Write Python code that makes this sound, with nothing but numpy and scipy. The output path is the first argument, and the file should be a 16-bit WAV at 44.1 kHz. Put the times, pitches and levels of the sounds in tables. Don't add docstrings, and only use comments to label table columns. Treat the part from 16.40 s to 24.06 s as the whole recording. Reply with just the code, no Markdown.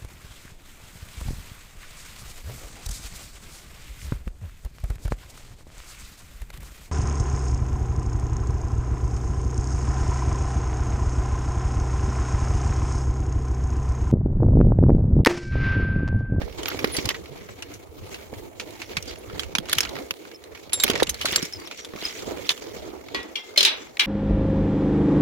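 import sys
import numpy as np
from scipy import signal
from scipy.io import wavfile
from scipy.ndimage import uniform_filter1d

SR = 44100
rng = np.random.default_rng(int(sys.argv[2]) if len(sys.argv) > 2 else 0)


def log_audio(samples):
    frames = np.atleast_2d(samples).T
    limited = np.clip(frames, -1, 1)
    pcm = np.round(limited * 32767).astype(np.int16)
    wavfile.write(sys.argv[1], SR, pcm)


def level_to_linear(level):
    exponent = np.asarray(level, float) / 20
    return 10 ** exponent


N = 337798

# (t/s, peak level/dB, f/Hz, brightness/dB)
GRIPPED_CLACKS = [(.232, -21, 3100, -21), (.257, -16.5, 2260, -31), (.4438, -11.5, 2010, -11),
                  (.6895, -11, 3000, -9), (2.6259, -23, 5900, -13), (3.1842, -8.5, 3320, -12),
                  (3.2867, -21, 2840, -15), (3.3843, -4.5, 2970, -7), (3.4057, -4, 5380, -25),
                  (3.492, -24, 3880, -22), (3.7087, -13, 2620, -9), (4.323, -29, 2290, -26),
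                  (4.4794, -15.5, 2290, -9), (4.5126, -19, 2800, -10), (4.6294, -5.5, 3760, -17),
                  (4.67, -17, 2880, -21), (4.744, -22, 4200, -36), (4.9598, -2.5, 4630, -11),
                  (5.5356, -29, 1110, -20), (6.1769, -28.5, 3150, -16), (3.2958, -13.5, 4080, -28),
                  (.548, -23, 2010, -13), (3.3165, -16, 3230, -15), (3.352, -23, 4100, -15),
                  (3.3862, -18, 5500, -15), (3.451, -15.5, 2400, -18), (3.565, -26.5, 2140, -9),
                  (4.5475, -33, 1830, -16), (6.83, -34.5, 5160, -18), (3.4316, -16.5, 2830, -21)]
CUPPED_CLACKS = [(.391, -20, 2340, -8), (.5665, -15.5, 4650, -7), (.5869, -19.5, 2150, -14),
                 (.7027, -18.5, 1960, -18), (1.2232, -23.5, 2800, -41), (2.5687, -13, 2300, -45),
                 (2.9946, -15, 3220, -10), (3.034, -26, 2720, -16), (3.1518, -8, 2450, -43),
                 (4.3998, -13, 4300, -31), (4.486, -17, 2860, -14), (4.534, -20.5, 2230, -21),
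                 (4.5545, -13, 1930, -20), (4.576, -23, 3800, -19), (4.6937, -13, 6200, 0),
                 (4.8548, -10.5, 4180, -17), (4.9217, -24, 2840, 3), (5.026, -15, 5340, -23),
                 (5.052, -20, 5340, -17), (5.4477, -22, 3430, -27), (6.1035, -16, 3050, -20),
                 (6.115, -17, 3630, -25)]
LOOSE_CLACKS = [(.0176, -26.5, 1670, -24), (.7442, -24, 1850, -17), (1.3384, -33, 6000, -16),
                (1.7423, -24.5, 2720, -16), (2.198, -19, 2520, -38), (2.4177, -21.5, 2200, -23),
                (2.677, -30, 4900, -19), (2.8983, -33, 1310, -31), (4.149, -33, 2160, -17),
                (4.3312, -11.5, 3700, -39), (4.608, -23, 1680, -10), (4.8121, -15.5, 3000, -13),
                (5.312, -25.5, 2480, -20)]
GRIPPED_T60_S, CUPPED_T60_S, LOOSE_T60_S = 0.028, 0.051, 0.095
# (t/s, peak level/dB, f/Hz, brightness/dB)
CHATTERS = [
    (.2825, -17.5, 2740, -11),
    (.6546, -16.5, 4900, -13),
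    (3.3285, -6.5, 3450, -2.5),
    (4.4362, -5, 3520, 3.5),
    (4.4995, -8.5, 3150, -6),
    (4.599, -15.5, 1830, -20),
]
CHATTER_T60_S, CHATTER_HOLD_S = 0.021, 0.0049
# (t/s, peak level/dB, f/Hz)
TICKS = [(0.0124, -22, 1430), (0.0485, -30, 4800), (0.0965, -34, 2590), (0.126, -23.5, 2740),
         (0.2043, -45, 2070), (0.369, -22, 2350), (0.457, -19, 1370), (0.498, -31, 2490),
         (0.7174, -27, 1940), (0.8577, -24, 2250), (1.0884, -30, 1190), (1.6931, -46, 1740),
         (1.937, -26, 2120), (2.306, -24.5, 4000), (2.401, -25, 2380), (2.4934, -25, 2510),
         (2.5336, -28, 1670), (2.6589, -32, 6000), (2.69, -33, 4850), (2.7104, -20, 2800),
         (2.758, -23.5, 2700), (3.256, -23, 2870), (3.424, -15, 3050), (3.5214, -39, 2370),
         (3.5374, -48, 2450), (3.554, -21, 1920), (3.5865, -22, 2160), (3.8519, -26.5, 1420),
         (3.9142, -27, 2150), (4.039, -24.5, 4000), (4.175, -24.5, 2490), (4.2947, -26.5, 2390),
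         (4.4658, -15, 2230), (4.777, -30, 3490), (4.8172, -15, 3050), (5.1014, -42, 2190),
         (5.125, -23, 5300), (5.199, -26, 4570), (5.273, -20, 3420), (5.3742, -23, 5670),
         (5.5603, -19, 2240), (5.5886, -26, 2320), (5.618, -31, 2230), (5.725, -20, 2190),
         (6.0674, -24, 3470), (6.2003, -36, 2200), (6.239, -35, 2230), (6.6618, -40, 2080),
         (6.685, -22.5, 2200), (6.9003, -36, 2300), (7.0843, -38, 3370), (7.3294, -40, 2070)]
TICK_T60_S, TICK_BRIGHT_DB = 0.041, -12.5
# (t/s, half length/s, level/dB)
DRAGS = [(.3, .03, -38), (.575, 0.017, -44), (3.3, 0.017, -36.5), (3.334, 0.0029, -22), (3.352, 0.01, -51),
         (3.432, 0.011, -33), (3.465, 0.014, -40), (3.575, 0.025, -43.5), (4.47, 0.013, -43),
         (4.51, 0.0091, -31.5), (4.56, 0.015, -43), (4.61, .012, -29), (4.815, 0.012, -44),
         (4.865, 0.02, -33), (4.93, 0.021, -47), (4.985, 0.0083, -34.5), (5.6, 0.062, -45.5)]
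DRAG_PER_S, DRAG_LOW_HZ, DRAG_HIGH_HZ, DRAG_CYCLES, DRAG_SPREAD_DB = 1400, 1200, 6000, 18, 5.0
# (t/s, peak level/dB, time until held again/s, upper modes/dB, lower modes/dB)
FREE_HOOK_HITS = [
    (4.332, -22, .11, 1, 0),
    (4.400, -21, .04, -21, 3),
    (4.671, -36, .009, -25, -10),
]
HELD_HOOK_HITS = [
    (4.960, -18, 0, -22, -20),
]
# (f/Hz, level/dB, time to fall 60 dB/s)
HOOK_MODES = [(3763, -2, .09), (4430, -12, .04), (7415, -1, .3), (7385, -9, .2), (10180, 9, .08),
              (10550, -8, .07), (11680, -6, .07)]
# (t/s, peak level/dB, favoured f/Hz, decay scale, ringing over wash/dB)
RUNG_BLOWS = [
    (6.7455, -16.5, 2060, 0.74, 5.5),
    (7.160, -28, 2240, 0.73, -6),
    (7.570, -25, 2370, 0.044, 11),
]
RAIL_BLOWS = [
    (6.9546, -18.5, 3180, 0.6, 10.5),
    (7.5935, -6.5, 2430, 0.65, 2.8),
]
BRACE_BLOWS = [
    (6.0912, -6, 3550, 0.17, 3),
    (7.1745, -2, 4100, 0.79, 6),
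    (7.2058, -6.5, 3700, 0.26, 2),
    (7.2283, -8, 4400, 0.35, -3),
    (7.2485, -3.5, 3300, 0.71, -10),
]
GUSSET_BLOWS = [
    (7.2525, -14, 3800, 0.92, 14),
    (7.272, -21, 1600, 0.44, 6),
    (7.329, -31, 2037, .5, 8),
    (6.80, -36.5, 2269, .6, 7),
    (7.596, -17, 4100, .25, 0),
    (7.604, -13, 3200, 0.31, 2),
]
# (f/Hz, level/dB, time to fall 60 dB/s)
RUNG_MODES = [(377, -13, 0.27), (1110, -6, 0.34), (1400, -17, 0.38), (1930, 2, 0.26), (2190, -12, 0.3),
              (2437, -3, 0.32), (2960, -17, .15), (3050, -19, .1), (3350, -1, 0.16), (3470, -2, 0.32),
              (4200, 5, 0.086), (4560, -3, 0.17), (4960, 5, 0.077)]
RAIL_MODES = [(2085, -7.5, 0.86), (2343, 3, 0.15), (2740, -5, 0.25), (2920, -1, 0.15), (3220, -5, 0.29),
              (3250, 5, 0.14), (3430, -7, 0.34), (4030, -21, 0.26), (4770, -9, .18), (5430, -10, 0.35),
              (4380, -1, .08), (5610, -8, .24), (3500, -11, 0.49), (420, -22, 0.15)]
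BRACE_MODES = [(390, -7.5, 0.51), (579, -1, 0.084), (1250, -27, 0.64), (2030, -21, 0.73), (2460, -14, 0.3),
               (2820, -8, 0.14), (3126, 5.5, 0.17), (3490, 0, 0.41), (3700, -26, 0.27), (3860, -13, 0.15),
               (4150, 11.5, 0.084), (4870, -8, 0.073), (4930, -2, 0.33), (5680, -8, 0.51)]
GUSSET_MODES = [(1287, -18, .4), (1911, -12, .33), (2089, -12, .3), (2358, -10, .27), (2918, -12, .28),
                (3160, -9, .27), (3375, -15, .3), (3467, -13, .36), (3682, -12, .28), (3871, 5, .2),
                (4140, -14, .16), (4802, -20, .3), (5292, -22, .45), (5739, -24, .2)]
# (f/Hz, level per Hz/dB)
WASH_SPECTRUM = [(300, 0), (565, -6), (900, 6), (1600, 1.5), (3100, 9), (5500, 6.5), (7800, 4), (16000, 0)]
# (f/Hz, time to fall 60 dB/s)
WASH_T60 = [(400, 1), (2000, 0.55), (5000, 0.21), (12000, 0.16)]
# (t/s, length/s, start f/Hz, end
# f/Hz, level/dB)
SQUEAKS = [(.281, .013, 14000, 14100, -30), (.520, .035, 10300, 10600, -30), (.545, .03, 10800, 11300, -37),
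           (2.68, .025, 4750, 4650, -40), (7.1598, .011, 2160, 2130, -31), (7.5697, .005, 2300, 2250, -32),
           (3.94, .025, 5300, 5300, -44), (5.133, .018, 5300, 5200, -32), (5.15, .028, 5150, 4950, -39),
           (5.18, .075, 4750, 4600, -53), (5.255, .015, 5500, 5450, -41), (5.37, .075, 5800, 5750, -46),
           (5.644, .02, 5000, 5050, -28), (5.681, .011, 5050, 5100, -35), (5.705, .014, 5450, 5500, -41),
           (5.738, .01, 5750, 5800, -42), (5.772, .01, 5850, 5900, -41), (4.982, .016, 5800, 5900, -33),
           (5.03, .05, 5450, 5500, -42), (5.03, .045, 7000, 7100, -45), (1.105, .015, 7800, 7800, -50),
           (2.785, .015, 11200, 11200, -48)]
SQUEAK_OVERTONES_DB = -25
# (t/s, peak level/dB, f/Hz)
THUDS = [(0.017, -13, 510), (0.028, -24, 71), (0.079, -22, 550), (3.362, -28, 145), (4.453, -25, 595),
         (0.345, -17.5, 450), (0.443, -8.5, 430), (0.584, -12, 287), (0.65, -20, 108), (1.929, -18, 457),
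         (2.931, -28.5, 79), (4.451, -14, 390), (4.498, -9.5, 400), (4.542, -13.5, 453), (4.623, -1.5, 503),
         (4.847, -14.5, 585), (5.028, -15.5, 282), (5.537, -19.5, 380), (5.554, -20.5, 350),
         (5.625, -24, 420), (5.878, -17, 440), (6.748, -19.5, 560), (7.176, -21.5, 543)]
# (t/s, peak level/dB, f/Hz)
MORE_THUDS = [
    (2.569, -25.5, 150),
    (3.152, -24, 300),
    (3.185, -22.5, 200),
    (3.709, -23.5, 500),
    (3.7095, -34, 170),
    (2.199, -29, 350),
]
# (t/s, level/dB)
SHIFTS = [(.0, -41.5), (0.238, -38.5), (.46, -37), (.65, -36), (0.962, -43.5), (1.28, -48), (1.682, -43.5),
          (1.962, -42.5), (2.29, -45), (2.52, -43.5), (2.72, -47), (2.97, -42), (3.22, -42), (3.518, -35.5),
          (3.89, -51.5), (4.12, -49), (4.36, -49), (4.55, -34.5), (4.95, -41.5), (5.2, -46), (5.602, -44.5),
          (5.919, -35.5), (6.3, -40.5), (6.488, -40), (6.79, -39.5), (7.25, -42), (7.44, -48)]
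# (t/s, half length/s, level/dB, fine hiss level/dB)
SWISHES = [(-0.002, 0.079, -46.5, -61), (0.337, 0.22, -42, -53.5), (0.588, 0.11, -39.5, -50.5),
           (0.7, 0.027, -37.5, -60), (0.95, 0.33, -49, -62.5), (1.33, 0.063, -48.5, -60),
           (1.744, 0.18, -47, -56.5), (1.982, 0.063, -49, -55), (2.37, 0.3, -50.5, -61),
           (2.526, 0.24, -46.5, -58.5), (2.706, 0.03, -42.5, -66), (2.97, 0.14, -45.5, -57),
           (3.398, 0.12, -38, -52.5), (3.597, 0.19, -49.5, -57), (3.882, 0.2, -54, -67),
           (4.205, 0.16, -51.5, -64), (4.451, 0.055, -33.5, -46), (4.58, 0.092, -40, -64),
           (4.913, 0.11, -34, -47.5), (5.076, 0.35, -45, -60), (5.396, 0.029, -43, -72),
           (5.643, 0.053, -36, -48), (5.785, 0.22, -42.5, -54), (6.075, 0.13, -42, -53.5),
           (6.35, 0.26, -45.5, -58.5), (6.77, 0.083, -48.5, -73.5), (7.083, 0.36, -50.5, -66.5),
           (7.446, 0.088, -46.5, -67), (7.66, 0.034, -41, -47)]
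# (f/Hz, level per Hz/dB)
RUMBLE_SPECTRUM = [(22, -28), (75, -3), (150, -15), (220, -15)]
RUB_SPECTRUM = [(150, -23.5), (285, -2), (410, 1.5), (600, -7), (1300, -18)]
CLOTH_SPECTRUM = [(800, -24), (1500, 3), (2300, -2), (4000, 0), (5500, -5.5), (7000, -1.5), (9000, -2)]
HISS_SPECTRUM = [(7400, -8), (9000, 0.5), (12500, -8.5), (16200, 4.5)]
RUMBLE_DB, RUB_REST_DB, RUB_FOLLOWS, CLOTH_REST_DB, HISS_REST_DB = 4, -51.5, 0.015, -88, -67
SHIFT_HALF_S, RUMBLE_FOLLOWS = 0.12, 0.87
RISE_SHARE, STROKE_FALL_DB, STROKE_SHAPE = 0.88, 7.5, 1.31
HOUSING_HZ, HOUSING_WIDTH_HZ, HOUSING_GAIN = 2210, 220, 1.3
# (t/s, chest pressure on the housing level/dB, left-right balance of the work/dB)
POSTURE = [(0, -48.5, -4), (.67, -55.5, -1.5), (1.1, -51, 0), (2.5, -54, -2.5), (3.2, -50, -2.5),
           (3.9, -63.5, -1.5), (4.66, -48, -2.5), (5.0, -55, -1), (5.25, -61.5, 0.5), (6.0, -59, -3.5),
           (6.66, -59, -1.2), (7.0, -72, 1), (7.5, -61, 0.5)]


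def at_hz(points, hz):
    table_hz, values = np.transpose(points)
    return np.interp(np.log(hz), np.log(table_hz), values)


def in_time(rows):
    s, *columns = np.transpose(rows)
    return [np.interp(np.arange(N) / SR, s, column) for column in columns]


def drift(rate_hz):
    r = np.exp(-2 * np.pi * rate_hz * 16 / SR)
    noise = rng.standard_normal(N // 16 + 2002)
    slow = signal.lfilter([1], [1, -2 * r, r * r], noise)[2000:]
    return np.interp(np.arange(N) / 16, np.arange(len(slow)), slow / slow.std())


def bands(spectrum):
    low, high = spectrum[0][0], min(spectrum[-1][0], 0.45 * SR)
    edges = np.geomspace(low, high, 2 + int(2 * np.log2(high / low)))
    slices = []
    for a, b in zip(edges, edges[1:]):
        centre = np.sqrt(a * b)
        sos = signal.butter(2, [a, b], "band", fs=SR, output="sos")
        slices.append((centre, sos, level_to_linear(at_hz(spectrum, centre))))
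    return slices


def add(out, sound, s):
    i = max(int(s * SR), 0)
    out[:, i:i + sound.shape[1]] += sound[:, :N - i]


def peak_one(x):
    return x / np.abs(x.mean(axis=0)).max()


def rms_one(x):
    return x * np.sqrt(2 / np.mean(x ** 2))


def modes(t, hz, gain, t60, spread):
    phase = np.stack([0 * hz, rng.normal(0, spread, len(hz))])
    spin = 2j * np.pi * hz - np.log(1000) / t60
    tones = np.exp(np.outer(spin, t).astype(np.complex64))
    return np.imag(gain * np.exp(1j * phase) @ tones)


def resonate(x, hz, r):
    return signal.lfilter([1], [1, -2 * r * np.cos(2 * np.pi * hz / SR), r * r], x)


def strokes(rows, rest_db):
    power, t = level_to_linear(2 * rest_db) + np.zeros(N), np.arange(N) / SR
    for s, half_s, level_db in rows:
        near = slice(max(int((s - 4 * half_s) * SR), 0), int((s + 4 * half_s) * SR))
        side_s = half_s * np.where(t[near] < s, RISE_SHARE, 1)
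        x = np.abs(t[near] - s) / side_s
        power[near] += level_to_linear(2 * (level_db - STROKE_FALL_DB * x ** STROKE_SHAPE))
    return np.sqrt(power)


def clacks(hits, t60, hold_s=0, size=3000):
    out, t = np.zeros((2, N)), np.arange(size) / SR
    top = signal.butter(1, [7000, 12500], "band", fs=SR, output="sos")
    r = np.exp(-np.pi * 260 / SR)
    for s, level_db, hz, bright_db in hits:
        rebound = t - rng.uniform(0.0015, 0.0031)
        first = 0.62 * level_to_linear(-60 * t / 0.0038)
        second = 0.5 * (rebound > 0) * level_to_linear(-60 * np.abs(rebound) / 0.009)
        decay = level_to_linear(-60 * np.maximum(t - hold_s, 0) / t60) * (1 + first + second)
        grit = rng.standard_normal((2, size)) * level_to_linear(5.16 * np.minimum(rng.exponential(1, size), 4)) * decay
        grit[1] = 0.55 * np.roll(grit[0], rng.integers(-12, 12)) + 0.96 * grit[1]
        body = signal.butter(2, [hz / 3.15, min(hz * 2.35, 9000)], "band", fs=SR, output="sos")
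        broad = signal.sosfilt(body, grit)
        ring = signal.lfilter([1, 0, -1], [1, -2 * r * np.cos(2 * np.pi * hz / SR), r * r], grit)
        crack = level_to_linear(bright_db) * peak_one(signal.sosfilt(top, grit))
        knock = peak_one(peak_one(broad) + 0.5 * peak_one(ring)) + crack
        add(out, level_to_linear(level_db - 0.5) * knock * np.minimum(t / 0.00034, 1), s - 0.0003)
    return out


def hook(hits, hold_db_per_s):
    out, t = np.zeros((2, N)), np.arange(7000) / SR
    hz, mode_db, t60 = np.transpose(HOOK_MODES)
    for s, level_db, free_s, upper_db, lower_db in hits:
        struck_db = mode_db + upper_db * (hz > 9000) + lower_db * (hz < 5000)
        ring = modes(t, hz, level_to_linear(struck_db), t60, 0.6)
        held = level_to_linear(-hold_db_per_s * np.maximum(t - free_s, 0))
        add(out, level_to_linear(level_db) * ring * held, s)
    return out


def lattice(blows, member, rise_s):
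    out, t = np.zeros((2, N)), np.arange(12000) / SR
    bank = bands(WASH_SPECTRUM)
    hz, mode_db, t60 = np.repeat(member, 3, axis=0).T
    partner = np.arange(len(hz)) % 3 > 0
    hz = hz * (1 + partner * rng.normal(0, 0.009, len(hz)))
    mode_db = mode_db - 4 * partner
    for s, level_db, centre_hz, scale, ringing_db in blows:
        scale = np.clip(scale, 0.05, 1.6)
        octaves = np.minimum(np.abs(np.log2(hz / centre_hz)), 0.9)
        strength_db = mode_db - 6.5 * octaves + rng.normal(0, 1.5, len(hz))
        lines = modes(t, hz, level_to_linear(strength_db), t60 * scale * 1.45, 1.2)
        white = rng.standard_normal((2, 2, len(t))) * level_to_linear(3 * np.minimum(rng.exponential(1, len(t)), 3))
        wash = 0
        for k, (f, sos, gain) in enumerate(bank):
            fall_db = 8.0 * abs(np.log2(f / centre_hz)) + 60 * t / (scale * at_hz(WASH_T60, f))
            wash = wash + signal.sosfilt(sos, white[k % 2]) * gain * level_to_linear(-fall_db)
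        impact = 1 + 1.13 * level_to_linear(-60 * t / 0.019)
        blow = level_to_linear(ringing_db) * peak_one(lines) + peak_one(wash * impact)
        add(out, level_to_linear(level_db) * peak_one(blow * np.minimum(t / rise_s, 1)), s)
    return out


def squeaks():
    out = np.zeros((2, N))
    for s, length, start_hz, end_hz, level_db in SQUEAKS:
        x = np.linspace(0, 1, int(length * SR))
        waver, flutter = uniform_filter1d(rng.standard_normal((2, len(x))), size=120) * np.sqrt(120)
        hz = (start_hz + (end_hz - start_hz) * x) * (1 + 0.0043 * waver)
        turns = 2 * np.pi * np.cumsum(hz) / SR + np.array([[0], [rng.uniform(0, 1.85)]])
        overtones = (np.sin(2 * turns) + np.sin(3 * turns)) * (start_hz < 6000)
        tone = np.sin(turns) + level_to_linear(SQUEAK_OVERTONES_DB) * overtones
        swell = np.sqrt(np.sin(np.pi * x) + 1e-9)
        add(out, tone * swell * level_to_linear(level_db + 4.5 * flutter), s)
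    return out


def drag():
    born = rng.random(N) < DRAG_PER_S * level_to_linear(4.0 * drift(60)) / SR
    clicks = born * level_to_linear(DRAG_SPREAD_DB * np.minimum(rng.exponential(1, N), 4)) * rng.choice([-1, 1], N)
    dealt, out = rng.integers(0, 12, N), np.zeros((2, N))
    for k, hz in enumerate(np.geomspace(DRAG_LOW_HZ, DRAG_HIGH_HZ, num=12)):
        r = level_to_linear(-60 * hz / (DRAG_CYCLES * SR))
        ring = np.sin(2 * np.pi * hz / SR) * resonate(clicks * (dealt == k) + 1e-18, hz, r)
        out += np.array([ring, np.roll(ring, rng.integers(-14, 14))])
    return strokes(DRAGS, -90) * rms_one(out)


def thuds(rows):
    out, t = np.zeros((2, N)), np.arange(6000) / SR
    for s, level_db, hz in rows:
        pitches = hz * np.array([1, 1.45, 0.62])
        push = modes(t, pitches, np.array([1, 0.45, 0.4]), 8.0 / pitches, 1.26)
        push = push * np.minimum(t * hz / 0.496, 1) ** 2
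        add(out, level_to_linear(level_db - 2.0) * push / np.abs(push).max(), s)
    return out


def scrape():
    born = rng.random(N) < 900 * level_to_linear(5.5 * drift(25)) / SR
    clicks = born * level_to_linear(6 * np.minimum(rng.exponential(1, N), np.e)) * rng.choice([-1, 1], N)
    dealt, out = rng.integers(0, len(RAIL_MODES), N), np.zeros((2, N))
    r = level_to_linear(-60 / (0.01 * SR))
    for k, hz in enumerate(np.transpose(RAIL_MODES)[0]):
        ring = resonate(clicks * (dealt == k) + 1e-18, hz, r)
        out += np.sin(2 * np.pi * hz / SR) * np.array([ring, np.roll(ring, rng.integers(-14, 14))])
    return rms_one(out)


def friction(spectrum, jerk, jerk_db, patchy_db, grit_db):
    white = rng.standard_normal((2, 2, N)) * level_to_linear(grit_db * np.minimum(rng.exponential(1, N), 2.8))
    out = 0
    for k, (_, sos, gain) in enumerate(bands(spectrum)):
        out = out + signal.sosfilt(sos, white[k % 2]) * gain * level_to_linear(patchy_db * drift(10.7))
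    return rms_one(out * level_to_linear(jerk_db * jerk))


def movement(press_db):
    rub_rest_db = RUB_REST_DB + RUB_FOLLOWS * (press_db - press_db.mean())
    rub = strokes([(s, SHIFT_HALF_S, level_db) for s, level_db in SHIFTS], rub_rest_db)
    swish = strokes([row[:3] for row in SWISHES], CLOTH_REST_DB)
    hiss = strokes([(s, half_s, hiss_db) for s, half_s, _, hiss_db in SWISHES], HISS_REST_DB)
    jerk = 0.54 * drift(25.0) + 0.5 * drift(61)
    rumble = level_to_linear(press_db + RUMBLE_DB) * (rub / level_to_linear(-45)) ** RUMBLE_FOLLOWS
    low = rumble * friction(RUMBLE_SPECTRUM, jerk, 0.72, 4.8, 0.09)
    low = low + rub * friction(RUB_SPECTRUM, jerk, 3.0, 2.5, 3.0)
    muffle = signal.butter(8, 7500, fs=SR, output="sos")
    cloth = signal.sosfilt(muffle, friction(CLOTH_SPECTRUM, jerk, 4.2, 2.6, 3.0))
    b, a = signal.iirpeak(HOUSING_HZ, HOUSING_HZ / HOUSING_WIDTH_HZ, fs=SR)
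    cloth = cloth + HOUSING_GAIN * signal.lfilter(b, a, cloth)
    metal = level_to_linear(1.0) * (swish / level_to_linear(-37)) ** 0.8 * scrape()
    fine = hiss * friction(HISS_SPECTRUM, jerk, 2.04, 1.0, 3.0)
    return low + swish * level_to_linear(-2.5) * (cloth + metal) + fine


def microphone(x):
    for hz, width_hz, gain_db in [(6540, 210, 1.5), (8040, 1240, -5.5)]:
        b, a = signal.iirpeak(hz, hz / width_hz, fs=SR)
        x = x + (level_to_linear(gain_db) - 1) * signal.lfilter(b, a, x)
    treble = signal.sosfilt(signal.butter(1, 7000, "high", fs=SR, output="sos"), x)
    return level_to_linear([[-0.7], [0.7]]) * x + treble * np.array([[0.3], [-0.3]])


def scene():
    press_db, pan_db = in_time(POSTURE)
    steel = lattice(RUNG_BLOWS, RUNG_MODES, 0.00084)
    steel += lattice(RAIL_BLOWS, RAIL_MODES, 0.0031)
    steel += lattice(BRACE_BLOWS, BRACE_MODES, 0.0019)
    gear = clacks(GRIPPED_CLACKS, GRIPPED_T60_S, size=1400)
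    gear += clacks(CUPPED_CLACKS, CUPPED_T60_S, size=2200)
    gear += clacks(LOOSE_CLACKS, LOOSE_T60_S)
    gear += clacks(CHATTERS, CHATTER_T60_S, CHATTER_HOLD_S)
    ticks = [(s, level_db - 7.5, hz, TICK_BRIGHT_DB) for s, level_db, hz in TICKS]
    gear += clacks(ticks, TICK_T60_S, size=1000)
    sources = movement(press_db) + gear + thuds(THUDS)
    sources += hook(FREE_HOOK_HITS, 3000) + hook(HELD_HOOK_HITS, 400)
    sources += steel + squeaks()
    sources += lattice(GUSSET_BLOWS, GUSSET_MODES, 0.003) + drag() + thuds(MORE_THUDS)
    return sources * level_to_linear(np.array([[0.5], [-0.5]]) * pan_db)


def band_limit(x):
    return signal.sosfilt(signal.butter(12, 16820, fs=SR, output="sos"), x)


def record(dry):
    clipped = np.clip(microphone(dry), -1, 1)
    top_cut = signal.cheby2(16, 80, 16900, fs=SR, output="sos")
    mix = signal.sosfilt(top_cut, clipped)
    return band_limit(mix)


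dry = scene()
out = record(dry)
log_audio(out)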